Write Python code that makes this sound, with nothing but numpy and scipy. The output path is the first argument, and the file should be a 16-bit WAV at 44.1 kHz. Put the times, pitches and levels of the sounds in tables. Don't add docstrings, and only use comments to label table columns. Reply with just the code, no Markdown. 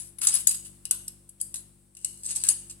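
import sys
import numpy as np
from scipy import signal
from scipy.fft import rfft, irfft, next_fast_len
from scipy.io import wavfile
from scipy.ndimage import uniform_filter1d

SR = 44100
rng = np.random.default_rng(int(sys.argv[2]) if len(sys.argv) > 2 else 0)


def wrap_up_sound(samples):
    columns = np.atleast_2d(samples).T
    tamed = np.clip(columns, -1, 1)
    steps = np.round(tamed * 32767).astype(np.int16)
    wavfile.write(sys.argv[1], SR, steps)


N = 123479
CONTACT_SAMPLES = 14000


def undb(db):
    return 10 ** (np.asarray(db) / 20)


def unit(x):
    return x / np.sqrt(np.sum(x ** 2) + 1e-18)


def pan(db):
    return undb(np.array([[db], [-db]]) / 2)


def curve(points, hz):
    f, db = np.array(points, float).T
    return undb(np.interp(np.log(hz + 1), np.log(f), db))


def shape(x, response):
    n = next_fast_len(x.shape[-1] + SR // 50)
    hz = np.arange(n // 2 + 1) * SR / n
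    return irfft(rfft(x, n) * response(hz), n)[..., :x.shape[-1]]


def add(out, start_s, x):
    i = int(start_s * SR)
    x, i = x[:, max(-i, 0):], max(i, 0)
    n = min(x.shape[-1], N - i)
    out[:, i:i + n] += x[:, :n]


def background():
    # multiple of the shaft rate, level/dB
    hum_partials = [(1, -61.5), (2, -62), (3, -64), (4, -63), (5, -71), (6, -78), (7, -67), (9, -86),
                    (11, -81.5)]
    # f/Hz, level/dB
    air_colour = [(25, -11.5), (150, -3.5), (330, -8.5), (480, -15), (1900, -23.5), (6700, -24), (8200, -8),
                  (9800, -10), (12300, -23.5), (16000, -27)]
    shaft_hz, waver_sd_db = 48.92, 0.6
    air_db, left_over_right_db = -57, 3.5
    t = np.arange(N) / SR
    hum = 0
    for multiple, db in hum_partials:
        waver = np.interp(t, np.linspace(0, t[-1], 15), rng.standard_normal(15))
        amplitude = np.sqrt(2) * undb(db + waver_sd_db * waver)
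        hum = hum + amplitude * np.sin(2 * np.pi * (multiple * shaft_hz * t + rng.random()))
    noise = shape(rng.standard_normal((3, N)), lambda hz: curve(air_colour, hz))
    air = unit(noise[0] + 2.1 * noise[1:]) * np.sqrt(2 * N) * undb(air_db)
    return (hum + air) * pan(left_over_right_db)


def gripped(hz):
    # f/Hz, width/Hz, level/dB
    resonances = [(2833, 450, -20.5), (5060, 780, -14.5), (6610, 530, -8.5), (7797, 180, 3.5),
                  (8221, 197, 8.5), (9810, 1050, -2), (10523, 220, 1), (11270, 400, -7)]
    # f/Hz, level/dB
    tick = [(100, -51.5), (550, -49.5), (850, -33.5), (2200, -31.5), (4000, -19), (9000, -7.5),
            (11500, -19.5), (12500, -26), (15300, -22.5), (17000, -38.5)]
    power = sum(undb(2 * db) / (1 + (2 * (hz - f) / w) ** 2) ** 1.64 for f, w, db in resonances)
    return np.sqrt(power + curve(tick, hz) ** 2)


def body(body_db, bright_db, peak_hz, peak_db, size=1024):
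    peak_half_width_hz = 175
    hz = np.fft.rfftfreq(size, 1 / SR)
    colour = curve([(3200, body_db), (8200, 0.006), (10000, bright_db)], hz)
    peak = undb(peak_db / (1 + ((hz - peak_hz) / peak_half_width_hz) ** 2))
    cepstrum = irfft(np.log(gripped(hz) * colour * peak))
    cepstrum[1:size // 2] *= 2
    cepstrum[size // 2 + 1:] = 0
    return irfft(np.exp(rfft(cepstrum)))


def ring(partials, t):
    t60_s, detune_sd, pair_gap_sd_hz = 0.11, 0.0012, 22
    sound = 0
    for hz, db in partials:
        detune, split = rng.standard_normal(2)
        for side in (-1, 1):
            f = hz * (1 + detune_sd * detune) + side * split * pair_gap_sd_hz / 2
            sound = sound + undb(db) * np.sin(2 * np.pi * (f * t + rng.random((2, 1))))
    return sound * undb(-60 * t / t60_s)


def press(hits):
    decay_s = 0.00098
    return signal.lfilter([1], [1, -np.exp(-1 / (decay_s * SR))], hits)


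def contact(pressure, body_db, bright_db, brass_db, steel_db, pan_db, peak_hz, peak_db):
    brass_hz = [2934, 4958, 6870, 7500, 8040, 8103, 8165, 9940, 10340, 10645, 11536]
    brass_levels = [-29, -24, -10.5, -17.5, -10.5, -4.5, -9.5, 6, -5, -9.5, -9.5]
    steel_hz = [1750, 4780, 6620, 7577, 7735, 8250, 9668, 9702, 10245, 10305, 11090]
    steel_levels = [-33.5, -23, -12.5, -14, -15, -19.5, 5.5, -12.5, -3.5, -4.5, -23.5]
    shared_power = 0.66
    size = len(pressure)
    t = np.arange(size) / SR
    grit = rng.standard_normal((3, size))
    force = pressure * (np.sqrt(shared_power) * grit[0] + np.sqrt(1 - shared_power) * grit[1:])

    def driven(response):
        sound = signal.fftconvolve(force, response, axes=1)[:, :size]
        return np.array([unit(side) for side in sound])

    brass = undb(brass_db) * driven(ring(zip(brass_hz, brass_levels), t))
    steel = undb(steel_db) * driven(ring(zip(steel_hz, steel_levels), t))
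    shaken = driven(body(body_db, bright_db, peak_hz, peak_db)[None])
    return (shaken + brass + steel) * pan(pan_db)


def slides():
    # t/s, length/s, level/dB, body/dB, brightness/dB, brass ring/dB, steel ring/dB,
    # left over right/dB, f of the resonance favoured by the contact point/Hz
    slide_list = [(-.07, 0.081, -35, 11, 7, -0.5, -1.5, -4.5, 9920),
                  (0.014, 0.071, -45.5, 8, 9, 1, -20, -5.5, 5860),
                  (0.21, 0.039, -22, 12.5, 8, -7.5, -6.5, -4.5, 1378),
                  (0.275, 0.028, -22.5, 5, 2.5, -23, -1, -9, 925),
                  (0.316, 0.051, -26, 11.5, 3, -7.5, -20, -6.5, 5100),
                  (0.379, 0.028, -29.5, 4.5, 8.5, -6, -6.5, -4, 2996),
                  (0.475, 0.036, -22.5, 5.5, 8.5, -9, -9, -9.5, 4970),
                  (0.644, 0.019, -37.5, 6.5, 5.5, -4.5, -21, -7, 2900),
                  (0.932, 0.027, -42, 14, 9, -16, -10, -17, 9940),
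                  (1.542, 0.023, -34, 2, -5, 3, -14, -7.5, 3900),
                  (1.971, 0.079, -43.5, 0, -1, -11, -22, -2.5, 2860),
                  (2.062, 0.17, -44, -3, 4.5, -14, -14, -7, 4130),
                  (2.23, 0.04, -32.5, 4, 2, -22, -18, -2.5, 8370),
                  (2.243, 0.023, -26, -1, -4.5, -22, -12, -4, 8570),
                  (2.281, 0.036, -27, 7, -1, -29, -3, -5, 6800),
                  (2.349, 0.021, -29, 2, 0, -29, -13, 7, 900), (2.378, 0.039, -37, 6, -3, -22, 1, -9, 4700),
                  (2.444, 0.052, -27.5, 5, 2.5, -27, -7.5, -5, 1680),
                  (2.491, 0.023, -26.5, 10.5, 7.5, -24, 3, -7, 880),
                  (2.693, 0.013, -33, 6, 0.5, -15, -20, -6.5, 7430)]
    slips_per_s, slip_sd_db = 2600, 3.5
    clump_s, clump_sd_db = 0.006, 2
    attack_s, release_s, peak_db = 0.005, 0.014, 9
    out = np.zeros((2, N))
    t = np.arange(CONTACT_SAMPLES) / SR
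    for start_s, length_s, db, *tone in slide_list:
        sizes = undb(slip_sd_db * rng.standard_normal(len(t)))
        slips = (rng.random(len(t)) < slips_per_s / SR) * sizes
        steps = np.arange(0, t[-1], clump_s)
        clumps = undb(clump_sd_db * np.interp(t, steps, rng.standard_normal(len(steps))))
        push = np.minimum(t / attack_s, 1) * np.exp(-np.maximum(t - length_s, 0) / release_s)
        sound = contact(press(slips * clumps * push), *tone, peak_db)
        add(out, start_s, undb(db) * np.sqrt(length_s * SR) * sound)
    return out


def knocks():
    # t/s, level over 5 ms/dB, chatter/ms, body/dB, brightness/dB, brass ring/dB, steel ring/dB,
    # left over right/dB, f of the resonance favoured by the contact point/Hz, its height/dB
    knock_list = [(0.1845, -24.5, 4.9, 17, 16.5, -7, -28, -6.5, 10470, 14),
                  (0.2355, -30, 2.3, 11, 0, -7, -14.5, -1.5, 2970, 18),
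                  (0.2706, -8, 4.6, 1.5, -3.5, -26, -10, -5, 7250, 7),
                  (0.285, -19, 3.2, -3, -1, -20, -8, 3, 6550, 11),
                  (0.3394, -21.5, 5.1, 4.5, 7, -5, -24, 11.5, 10450, 12),
                  (0.3481, -14, 7.3, -8, 6, -4, -29, -1.5, 10200, 16),
                  (0.4704, -6, 5.6, -0.5, 9.5, -8, -36, -2.5, 6900, 6.5),
                  (0.491, -15.5, 3.8, -7, 2.5, -15, -17, -6, 8060, 12),
                  (0.51, -28, 2.9, 4, -6, -10, -5, 7.5, 2710, 10),
                  (0.544, -24, 5.7, 8.5, 4.5, -1.5, -11, -8.5, 10570, 10.5),
                  (0.8533, -21, 4.1, 1.5, 5, -17, -21, -4, 2930, 9),
                  (0.91, -9.5, 6.6, 2, 5, -13, -25, -4, 1410, 8),
                  (1.0792, -24, 4.3, -0.5, 3.5, -42.5, -33, -6.5, 5300, 12),
                  (1.2910, -30, 5.3, 2, 10.5, -14.5, -24, -6, 8180, 11.5),
                  (1.4007, -30.5, 10.7, 2, 1, -15, -27, -2, 3140, 16),
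                  (1.4127, -13, 2.94, -28, 1.5, -35, -8, -3.5, 4725, 16.5),
                  (1.5415, -21.5, 3.4, 12.5, 8, -20.5, -27.5, -4, 10520, 6.5),
                  (1.5565, -30, 5.6, 4, 0.5, -15.5, -24, -7, 4100, 13),
                  (1.9508, -35.5, 2.6, 3, 0, -18.5, -21, -3.5, 8100, 9),
                  (1.9683, -31, 3.1, 2, 3, -23.5, -28, -4, 2780, 15),
                  (2.0457, -13, 4.1, -4, 0, -28, -15, -1.5, 2920, 13),
                  (2.3605, -25, 2.8, -1.5, 1.5, -23, -31, -22.5, 960, 14),
                  (2.4370, -18, 4.3, 6.5, 4.5, -28, -18, 1.5, 1750, 11.5),
                  (2.4869, -7, 3.2, -2.5, -1, -33, -2.5, -5.5, 4570, 9)]
    gap_ms, bounce_sd_db = 0.97, 4
    out = np.zeros((2, N))
    for start_s, db, chatter_ms, *tone in knock_list:
        gap, strength = rng.standard_normal((2, 12))
        gaps_ms = gap_ms * np.exp(0.3 * gap)
        bounces_ms = np.cumsum(gaps_ms) - gaps_ms[0]
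        sizes = undb(bounce_sd_db * strength) * np.exp(-(bounces_ms / chatter_ms) ** 4)
        at = (bounces_ms * SR / 1000).astype(int)
        hits = np.bincount(at, sizes, CONTACT_SAMPLES)[:CONTACT_SAMPLES]
        sound = contact(press(hits), *tone)
        add(out, start_s, undb(db) * np.sqrt(SR // 200) * sound)
    return out


def room(x):
    # f/Hz, level/dB
    reflection_colour = [(300, 6), (1200, 3.5), (3000, 3), (6000, -5), (8200, -4), (10000, -2.5),
                         (14000, -4.5)]
    early_db, early_t60_s = -6, 0.1
    late_db, late_t60_s = -8.5, 0.48
    onset_s = 0.0016
    t = np.arange(SR) / SR

    def tail(t60_s):
        envelope = undb(-60 * t / t60_s) * (1 - np.exp(-(t / onset_s) ** 2))
        return np.array([unit(noise * envelope) for noise in rng.standard_normal((2, SR))])

    tails = undb(late_db) * tail(late_t60_s) + undb(early_db) * tail(early_t60_s)
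    response = shape(tails, lambda hz: curve(reflection_colour, hz))
    return signal.fftconvolve(x, response, axes=1)[:, :N]


def right_microphone(x):
    # f/Hz, level/dB
    mic_colour = [(500, -10.5), (2800, -8.5), (5000, -8), (8200, -4), (10000, -21), (12000, -13),
                  (15000, -15)]
    lag_s = 0.000093
    return shape(x, lambda hz: curve(mic_colour, hz) * np.exp(-2j * np.pi * hz * lag_s))


def scene():
    puzzle = slides() + knocks()
    left, right = puzzle + room(puzzle)
    return background() + np.array([left, right_microphone(right)])


def record(dry):
    below_db, slope, max_cut_db = -38.5, 0.62, 10
    envelope_s, smooth_s = 0.13, 0.083
    peak_limit, top_hz = 0.85, 15900
    keep = np.exp(-1 / (envelope_s * SR))
    loudness = np.abs(dry).mean(axis=0)
    initial = [loudness[:SR // 50].mean()]
    envelope = signal.lfilter([1 - keep], [1, -keep], loudness, zi=initial)[0]
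    envelope_db = 20 * np.log10(envelope + 1e-9)
    gain_db = np.clip(slope * (envelope_db - below_db), -max_cut_db, 0)
    x = dry * undb(uniform_filter1d(gain_db, int(smooth_s * SR)))
    x = x / (1 + (x / peak_limit) ** 6) ** (1 / 6)
    return signal.sosfilt(signal.ellip(8, 0.2, 70, top_hz, fs=SR, output="sos"), x)


dry = scene()
out = record(dry)
wrap_up_sound(out)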